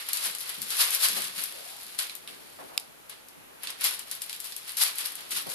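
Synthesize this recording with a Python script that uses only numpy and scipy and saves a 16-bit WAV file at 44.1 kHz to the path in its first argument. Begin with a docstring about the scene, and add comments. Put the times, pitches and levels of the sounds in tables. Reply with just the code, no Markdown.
"""A hallway with a wooden floor, heard through a camera's two unevenly coloured microphones.
A cat and a kitten wrestle over a fabric mat and into a quilted pet bed. Fibres slip and stiff folds
snap under their paws, bodies bump and slide, and claws tap the wood; the hallway rings briefly.
A faint whine rises once, and later one sharp tick sounds close to the right microphone."""
import sys
import numpy as np
from scipy import signal
from scipy.fft import rfft, irfft, next_fast_len
from scipy.io import wavfile
from scipy.ndimage import map_coordinates

SR = 44100
rng = np.random.default_rng(int(sys.argv[2]) if len(sys.argv) > 2 else 0)


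def unload_wav(signal):
    """Save mono or channel-first audio to the path in sys.argv[1] as 16-bit WAV at rate SR, clipped to [-1, 1]."""
    wavfile.write(
        sys.argv[1],
        SR,
        np.round(np.clip(np.atleast_2d(signal).T, -1, 1) * 32767).astype(np.int16),
    )


N = 244314

# Levels in the tables are relative, ahead of each source's gain and the microphones.
# paw strokes on the cloth: full_force_s, rise_s, level_db, crinkle_over_rub_db
PAW_STROKES = [(0.0, .02, -43, -4.5), (0.089, 0.022, -43, -3), (.165, 0.12, -39.5, 7),
               (.25, 0.099, -36.5, 8), (.41, 0.08, -50, 12), (0.499, 0.15, -41.5, 1.5),
               (.622, .008, -46.5, 6), (0.721, 0.031, -36, 5), (.81, 0.053, -28.5, 9), (.93, 0.067, -39, 9),
               (1.038, 0.041, -29.5, 9.5), (1.169, 0.056, -36, 7), (1.25, 0.072, -42, 6.5),
               (1.388, 0.042, -38, 6.5), (1.83, 0.14, -59, 10.5), (1.991, 0.0071, -36, 5.5),
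               (2.283, 0.02, -49.5, -3), (3.099, .01, -49, -5), (3.64, 0.034, -44.5, 1.5),
               (3.685, 0.054, -44.5, -4), (3.815, 0.026, -37.5, -1), (3.846, 0.028, -35.5, 10),
               (3.873, 0.055, -36.5, 6.5), (3.997, 0.017, -50, 5), (4.121, 0.07, -45.5, 6),
               (4.22, .012, -50.5, 9), (4.3, .008, -50, 6), (4.335, .01, -53, 8), (4.451, .04, -47, 9.5),
               (4.567, .01, -52.5, 4.5), (4.688, .05, -45.5, 6), (4.778, 0.012, -40, 12),
               (4.814, 0.02, -30, 10), (4.992, .025, -39, 6.5), (5.058, 0.1, -44, 8.5),
               (5.19, .04, -46, -1.5), (5.317, 0.023, -40, 7.5), (5.363, .035, -37.5, 7),
               (5.51, 0.06, -43.5, 10)]
# bodies dragging on the cloth between strokes: time_s, level_db
BODY_DRAG = [(0, -53), (.65, -51.5), (1.0, -41), (1.33, -52.5), (1.46, -48.5), (1.6, -51), (1.97, -53),
             (2.22, -61.5), (2.7, -60), (2.95, -73), (3.55, -80), (4.1, -59), (5.0, -52.5), (5.54, -60)]
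# spectra of the cloth's rub, its crinkle and the room tone: frequency_hz, level_db
RUB_SPECTRUM = [(60, -53), (200, -30.5), (450, -6), (750, -6.5), (1100, 1), (2000, 0), (4200, -0.5),
                (6000, -5.5), (9000, -5.5), (15000, -35)]
CRINKLE_SPECTRUM = [(500, -70), (2000, -13), (4500, 2), (7000, 3), (11000, 2), (15000, -1.5)]
ROOM_TONE_SPECTRUM = [(20, -4), (60, -3.5), (150, 0), (350, 2.5), (700, 1.5), (1300, -1), (2500, -6.5),
                      (4500, -15.5), (6500, -28), (11000, -12.5), (15000, -19)]
# the loudest folds snapping: start_s, level_db
FOLD_SNAPS = [(0.088, -11.5), (.1321, -3.5), (.1714, -10), (.3497, -13), (.3847, -18), (0.4932, -15),
              (.618, -9.5), (.6915, -21), (.7045, -10), (0.7682, -11), (.9057, -9), (0.9478, -2),
              (1.0853, -6), (1.22, -13), (1.2425, -15), (1.4379, -10), (1.9889, -6), (2.1518, -16),
              (2.798, -20.5), (3.0956, -21), (3.2851, -26.5), (3.6336, -17), (3.704, -16), (3.8099, -14.5),
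              (3.8411, -2.5), (3.9928, -13), (4.113, -11), (4.2192, -10.5), (4.4018, -14.5), (4.4432, -18),
              (4.564, -14), (4.77, -10), (4.813, -14.5), (4.8354, -2.5), (4.957, -18), (4.984, -12),
              (5.0584, -10), (5.12, -19.5), (5.154, -15.5), (5.308, -14.5)]
# paws and bodies landing on the padded floor: start_s, level_db, centre_hz, length_s
BODY_BUMPS = [(.22, -53, 784, 0.13), (.25, -57, 170, 0.074), (.569, -51.5, 163, 0.078),
              (1.049, -52.5, 180, 0.22), (1.155, -48.5, 170, 0.066), (1.16, -44.5, 624, 0.05),
              (1.359, -55.5, 186, 0.063), (2.251, -61.5, 282, 0.27), (2.582, -48, 740, 0.065),
              (2.585, -53, 379, 0.11), (2.682, -53, 690, 0.13), (2.86, -66, 169, 0.074),
              (3.36, -58.5, 147, 0.06), (5.312, -54, 194, 0.1), (5.456, -46.5, 603, 0.069),
              (5.46, -48, 187, 0.033)]
# claws on the wood: start_s, level_db, centre_hz
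CLAW_TAPS = [(.568, -25, 4500), (1.3616, -22, 4700), (2.096, -19.5, 3170), (2.2756, -22.5, 3960),
             (3.6718, -15.5, 2993), (4.2952, -17, 4650), (4.3286, -16.5, 5200), (4.5223, -20.5, 3700),
             (4.6936, -18.5, 4500)]
# the whine's upward glide: time_s, pitch_hz, level_db
WHINE_GLIDE = [(1.45, 480, -81), (1.53, 510, -62), (1.61, 605, -58.5), (1.66, 665, -64), (1.71, 790, -62),
               (1.79, 835, -63.5), (1.92, 870, -77)]
# resonances of the close tick: pitch_hz, level_db, t60_s
TICK_MODES = [(1233, -14.5, 0.0045), (2200, -12, 0.0105), (2660, -2, 0.0038), (3746, -6.5, 0.0096),
              (4960, -2.5, 0.0072), (7120, -3, 0.0076), (8370, -1, 0.0046), (11300, 4, 0.001)]
# the hallway's ring: frequency_hz, t60_s
HALLWAY_DECAY = [(150, 0.4), (1000, 0.5), (4000, 0.29), (12000, 0.12)]
# the camera's stereo widening: frequency_hz, side_gain_db
SIDE_BOOST = [(40, -6), (150, 2.5), (600, 4.5), (1300, 1.5), (2300, 3.5), (5000, 1)]
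# the colour of each microphone: frequency_hz, gain_db
LEFT_MIC = [(100, -1.5), (500, 1), (1100, 0.5), (3200, 3.5), (5600, -1.5), (8000, 2.5), (9500, 9),
            (10900, 13.5), (12500, 8.5), (14500, 1)]
RIGHT_MIC = [(100, -2), (500, -1), (1100, 1), (3000, 6), (4400, 8), (5200, 6), (6300, -1.5), (11000, -4),
             (14500, -11)]

DRAG_CRINKLE_DB = 6.5  # crinkle over rub while dragging


def amp(db):
    """Decibels to gain."""
    return 10 ** (np.asarray(db) / 20)


def unit(x):
    """x at rms 1."""
    return x / np.sqrt(np.mean(x ** 2) + 1e-20)


def along(points, hz):
    """A (frequency_hz, value) table read on a log axis."""
    knots_hz, values = np.transpose(points)
    return np.interp(np.log(hz + 1), np.log(knots_hz + 1), values)


def curves(rows):
    """One value per sample for each column after the time."""
    times, *columns = np.transpose(rows)
    return [np.interp(np.arange(N) / SR, times, column) for column in columns]


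def wobble(rate):
    """A smooth random curve, rate knots a second."""
    return map_coordinates(rng.standard_normal(int(N * rate / SR) + 4), [np.arange(N) * rate / SR])


def colour(x, gain_db):
    """x through a causal filter whose gain in dB is a function of frequency."""
    n = x.shape[-1]
    half = next_fast_len(n)
    cepstrum = irfft(np.log(amp(gain_db(np.fft.rfftfreq(2 * half, 1 / SR))) + 1e-6))
    cepstrum[1:half] *= 2
    cepstrum[half + 1:] = 0
    return irfft(rfft(x, 2 * half) * np.exp(rfft(cepstrum)))[..., :n]


def shaped(x, points):
    """x filtered by a (frequency_hz, gain_db) table."""
    return colour(x, lambda hz: along(points, hz))


def hump(x, centre_hz, fall_db):
    """x through a broad band that is fall_db down one octave from its centre."""
    return colour(x, lambda hz: -fall_db * np.log2((hz + 1) / centre_hz) ** 2)


def low_cut(x, edge_hz, order):
    """x rolled off below edge_hz."""
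    return signal.sosfilt(signal.butter(order, edge_hz, "high", fs=SR, output="sos"), x)


def add(track, start_s, x):
    """Mix x into track from start_s."""
    start = max(round(start_s * SR), 0)
    part = track[..., start:start + x.shape[-1]]
    part += x[..., :part.shape[-1]]


def room_tone():
    """The quiet indoor background: a gently wavering hiss and an unsteady low rumble."""
    hiss = amp(-55.5 + 1.7 * wobble(1.67)) * unit(shaped(rng.standard_normal((2, N)), ROOM_TONE_SPECTRUM))
    rumble = amp(-74.5 + 1.9 * wobble(6.7)) * unit(hump(rng.standard_normal((2, N)), 98, fall_db=2))
    return hiss + rumble


def paw_work():
    """Crinkle and rub levels in dB: each stroke swells, holds and dies away on top of the drag."""
    swell_db, hold_s = 19.5, 0.007
    rub_fall_db_per_s, crinkle_fall_db_per_s = 136, 212  # the treble dies first
    t = np.arange(N) / SR
    drag_db, = curves(BODY_DRAG)
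    crinkle_power, rub_power = amp(drag_db + DRAG_CRINKLE_DB) ** 2, amp(drag_db) ** 2
    for full_s, rise_s, level_db, bright_db in PAW_STROKES:
        near = np.abs(t - full_s) < .5
        stroke_db = level_db - swell_db * np.maximum(full_s - t[near], 0) / rise_s
        fading_s = np.maximum(t[near] - full_s - hold_s, 0)
        rub_power[near] += amp(stroke_db - rub_fall_db_per_s * fading_s) ** 2
        crinkle_power[near] += amp(stroke_db + bright_db - crinkle_fall_db_per_s * fading_s) ** 2
    return 10 * np.log10(crinkle_power), 10 * np.log10(rub_power)


def fibres(spectrum, per_s, spread_db, wash_db):
    """Tiny uneven slips, each bounced off the floor, in a wash of noise for their reflections."""
    at = np.flatnonzero(rng.random(N) < per_s / SR)
    sizes = rng.choice([-1, 1], N)[at] * amp(spread_db * rng.uniform(-0.74, 1, N)[at])
    bounce_at = at + np.round(SR * rng.uniform(.0008, .002, N)[at]).astype(int)
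    slips = np.bincount(np.r_[at, bounce_at], np.r_[sizes, .5 * sizes], minlength=N)[:N]
    wash = amp(wash_db) * rng.standard_normal((2, N))
    return unit(shaped(unit(slips) + wash, spectrum))


def cloth(crinkle_db, rub_db):
    """Worked cloth rubs in the middle range and crinkles in the treble; the grip is jerky."""
    grip_db = 0.944 * wobble(70)
    rub = amp(rub_db + grip_db - 1) * fibres(RUB_SPECTRUM, per_s=900, spread_db=7.5, wash_db=7.5)
    sparse = fibres(CRINKLE_SPECTRUM, per_s=430, spread_db=14.5, wash_db=1.5)
    dense = fibres(CRINKLE_SPECTRUM, per_s=4000, spread_db=2.5, wash_db=1)
    # a hard swipe lets so many fibres slip that they merge into a rasp
    effort = np.clip((crinkle_db + 36) / 12, 0, 1)
    crinkle = np.sqrt(1 - effort) * sparse + np.sqrt(effort) * dense
    return rub + amp(crinkle_db + grip_db - 4.5) * crinkle


def hallway(x, room_db, bounce_db, bounce_s):
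    """x as it reaches the microphones: direct sound, two near bounces and the hallway's tail."""
    hz, t, noise = signal.stft(rng.standard_normal((2, SR // 2)), SR, nperseg=256)
    decay = amp(-60 * t / along(HALLWAY_DECAY, hz)[:, None])
    tail = signal.istft(noise * decay, SR, nperseg=256)[1]
    response = amp(room_db) * tail / np.linalg.norm(tail[0])
    delay_s = bounce_s * np.exp(.15 * rng.standard_normal())
    for k in range(3):
        add(response, k * delay_s, amp(k * bounce_db) * np.ones((2, 1)))
    return signal.fftconvolve(x[None], response, axes=1)


def clicks(events):
    """A fold or claw lets go at once and sets the hallway ringing: start_s, level_db, centre_hz."""
    out, t = np.zeros((2, N)), np.arange(SR // 100) / SR
    t60_s = 0.0033
    for start_s, level_db, centre_hz in events:
        release = (t == 0) + 0.18 * rng.standard_normal(len(t)) * amp(-60 * t / t60_s)
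        click = low_cut(hump(release, centre_hz, fall_db=3), edge_hz=1700, order=2)
        click = amp(level_db + .5) * click / np.linalg.norm(click)
        add(out, start_s + .0005, hallway(click, room_db=1, bounce_db=-5, bounce_s=.00125))
    return out


def fold_snaps(crinkle_db):
    """Stiff folds snap brightly; lesser ones give way at random under a paw, as strong as its work."""
    centre_hz, lesser_per_s = 10900, 20
    over_crinkle_db, scatter_db, ceiling_db = 21, 1.5, -20
    drag_db, = curves(BODY_DRAG)
    pawing = crinkle_db > drag_db + DRAG_CRINKLE_DB + 1
    at = np.flatnonzero(pawing & (rng.random(N) < lesser_per_s / SR))
    lesser_db = crinkle_db + over_crinkle_db + scatter_db * rng.standard_normal(N)
    lesser = list(zip(at / SR, np.minimum(lesser_db[at], ceiling_db)))
    return clicks([(start_s, level_db, centre_hz) for start_s, level_db in FOLD_SNAPS + lesser])


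def body_bumps():
    """Light, soft bodies give dull swells of noise with no ring and no deep bass."""
    out, t = np.zeros((2, N)), np.arange(SR // 2) / SR
    for start_s, level_db, centre_hz, length_s in BODY_BUMPS:
        age = t / (length_s / 3)
        thud = unit(hump(rng.standard_normal((2, len(t))), centre_hz, fall_db=6))
        add(out, start_s, amp(level_db + 1.5) * age * np.exp(1 - age) * thud)
    return low_cut(out, edge_hz=105, order=6)


def claw_taps():
    """Claws strike the wooden floor, much duller than the snapping cloth."""
    return clicks(CLAW_TAPS)


def whine():
    """A faint, husky tone slides upward inside a band of hiss."""
    pitch_hz, level_db = curves(WHINE_GLIDE)
    phase = 2 * np.pi * np.cumsum(pitch_hz) / SR

    def band(rate):
        """Noise around the pitch at each microphone; a faster wobble widens it."""
        pair = [wobble(rate) * np.sin(phase) + wobble(rate) * np.cos(phase) for _ in range(2)]
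        return unit(np.array(pair))

    return amp(level_db + 5.5) * unit(.65 * band(45) + band(420))


def close_tick():
    """A small hard thing clicks beside the right microphone, too near to stir the room much."""
    out, t = np.zeros((2, N)), np.arange(SR // 50) / SR
    ring = sum((-1) ** k * amp(level_db - 60 * t / t60_s) * np.sin(2 * np.pi * pitch_hz * t)
               for k, (pitch_hz, level_db, t60_s) in enumerate(TICK_MODES))
    at_mics = hallway(ring, room_db=-21, bounce_db=-19.5, bounce_s=0.00116)
    add(out, 2.7777, at_mics * amp([[-17], [-13]]))
    return out


def wind_filter(x):
    """The louder the rustle, the more bass the camera cuts, a moment later."""
    base_edge_hz, base_db, db_per_octave, lag_s = 270, -23.5, 8, 0.024
    hz, t, spectra = signal.stft(x, SR, nperseg=1024)
    power = np.sum(np.abs(spectra) ** 2, axis=1).mean(axis=0)
    over_db = np.interp(t - lag_s, t, 10 * np.log10(power + 1e-12)) - base_db
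    edge_hz = base_edge_hz * 2 ** (over_db / db_per_octave)
    gain = 1 / np.sqrt(1 + (edge_hz / (hz[:, None] + 1)) ** 8)
    return signal.istft(spectra * gain, SR, nperseg=1024)[1][:, :N]


def scene():
    """Everything that reaches the camera's microphones."""
    crinkle_db, rub_db = paw_work()
    scuffle = cloth(crinkle_db, rub_db) + claw_taps() + body_bumps()
    return scuffle + close_tick() + whine() + room_tone() + fold_snaps(crinkle_db)


def record(dry):
    """The camera widens the image; each microphone port adds resonance and hiss; bass and top are cut."""
    hiss_db, top_hz = -55.5, 14680
    mid = (dry[0] + dry[1]) / 2
    side = shaped((dry[0] - dry[1]) / 2, SIDE_BOOST)
    mics = np.array([shaped(mid + side, LEFT_MIC), shaped(mid - side, RIGHT_MIC)])
    mics = wind_filter(mics + amp(hiss_db) * rng.standard_normal((2, N)))
    size = next_fast_len(N + SR // 2)
    passband = np.fft.rfftfreq(size, 1 / SR) < top_hz
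    return irfft(rfft(mics, size) * passband, size)[:, :N]


dry = scene()
out = record(dry)
unload_wav(out)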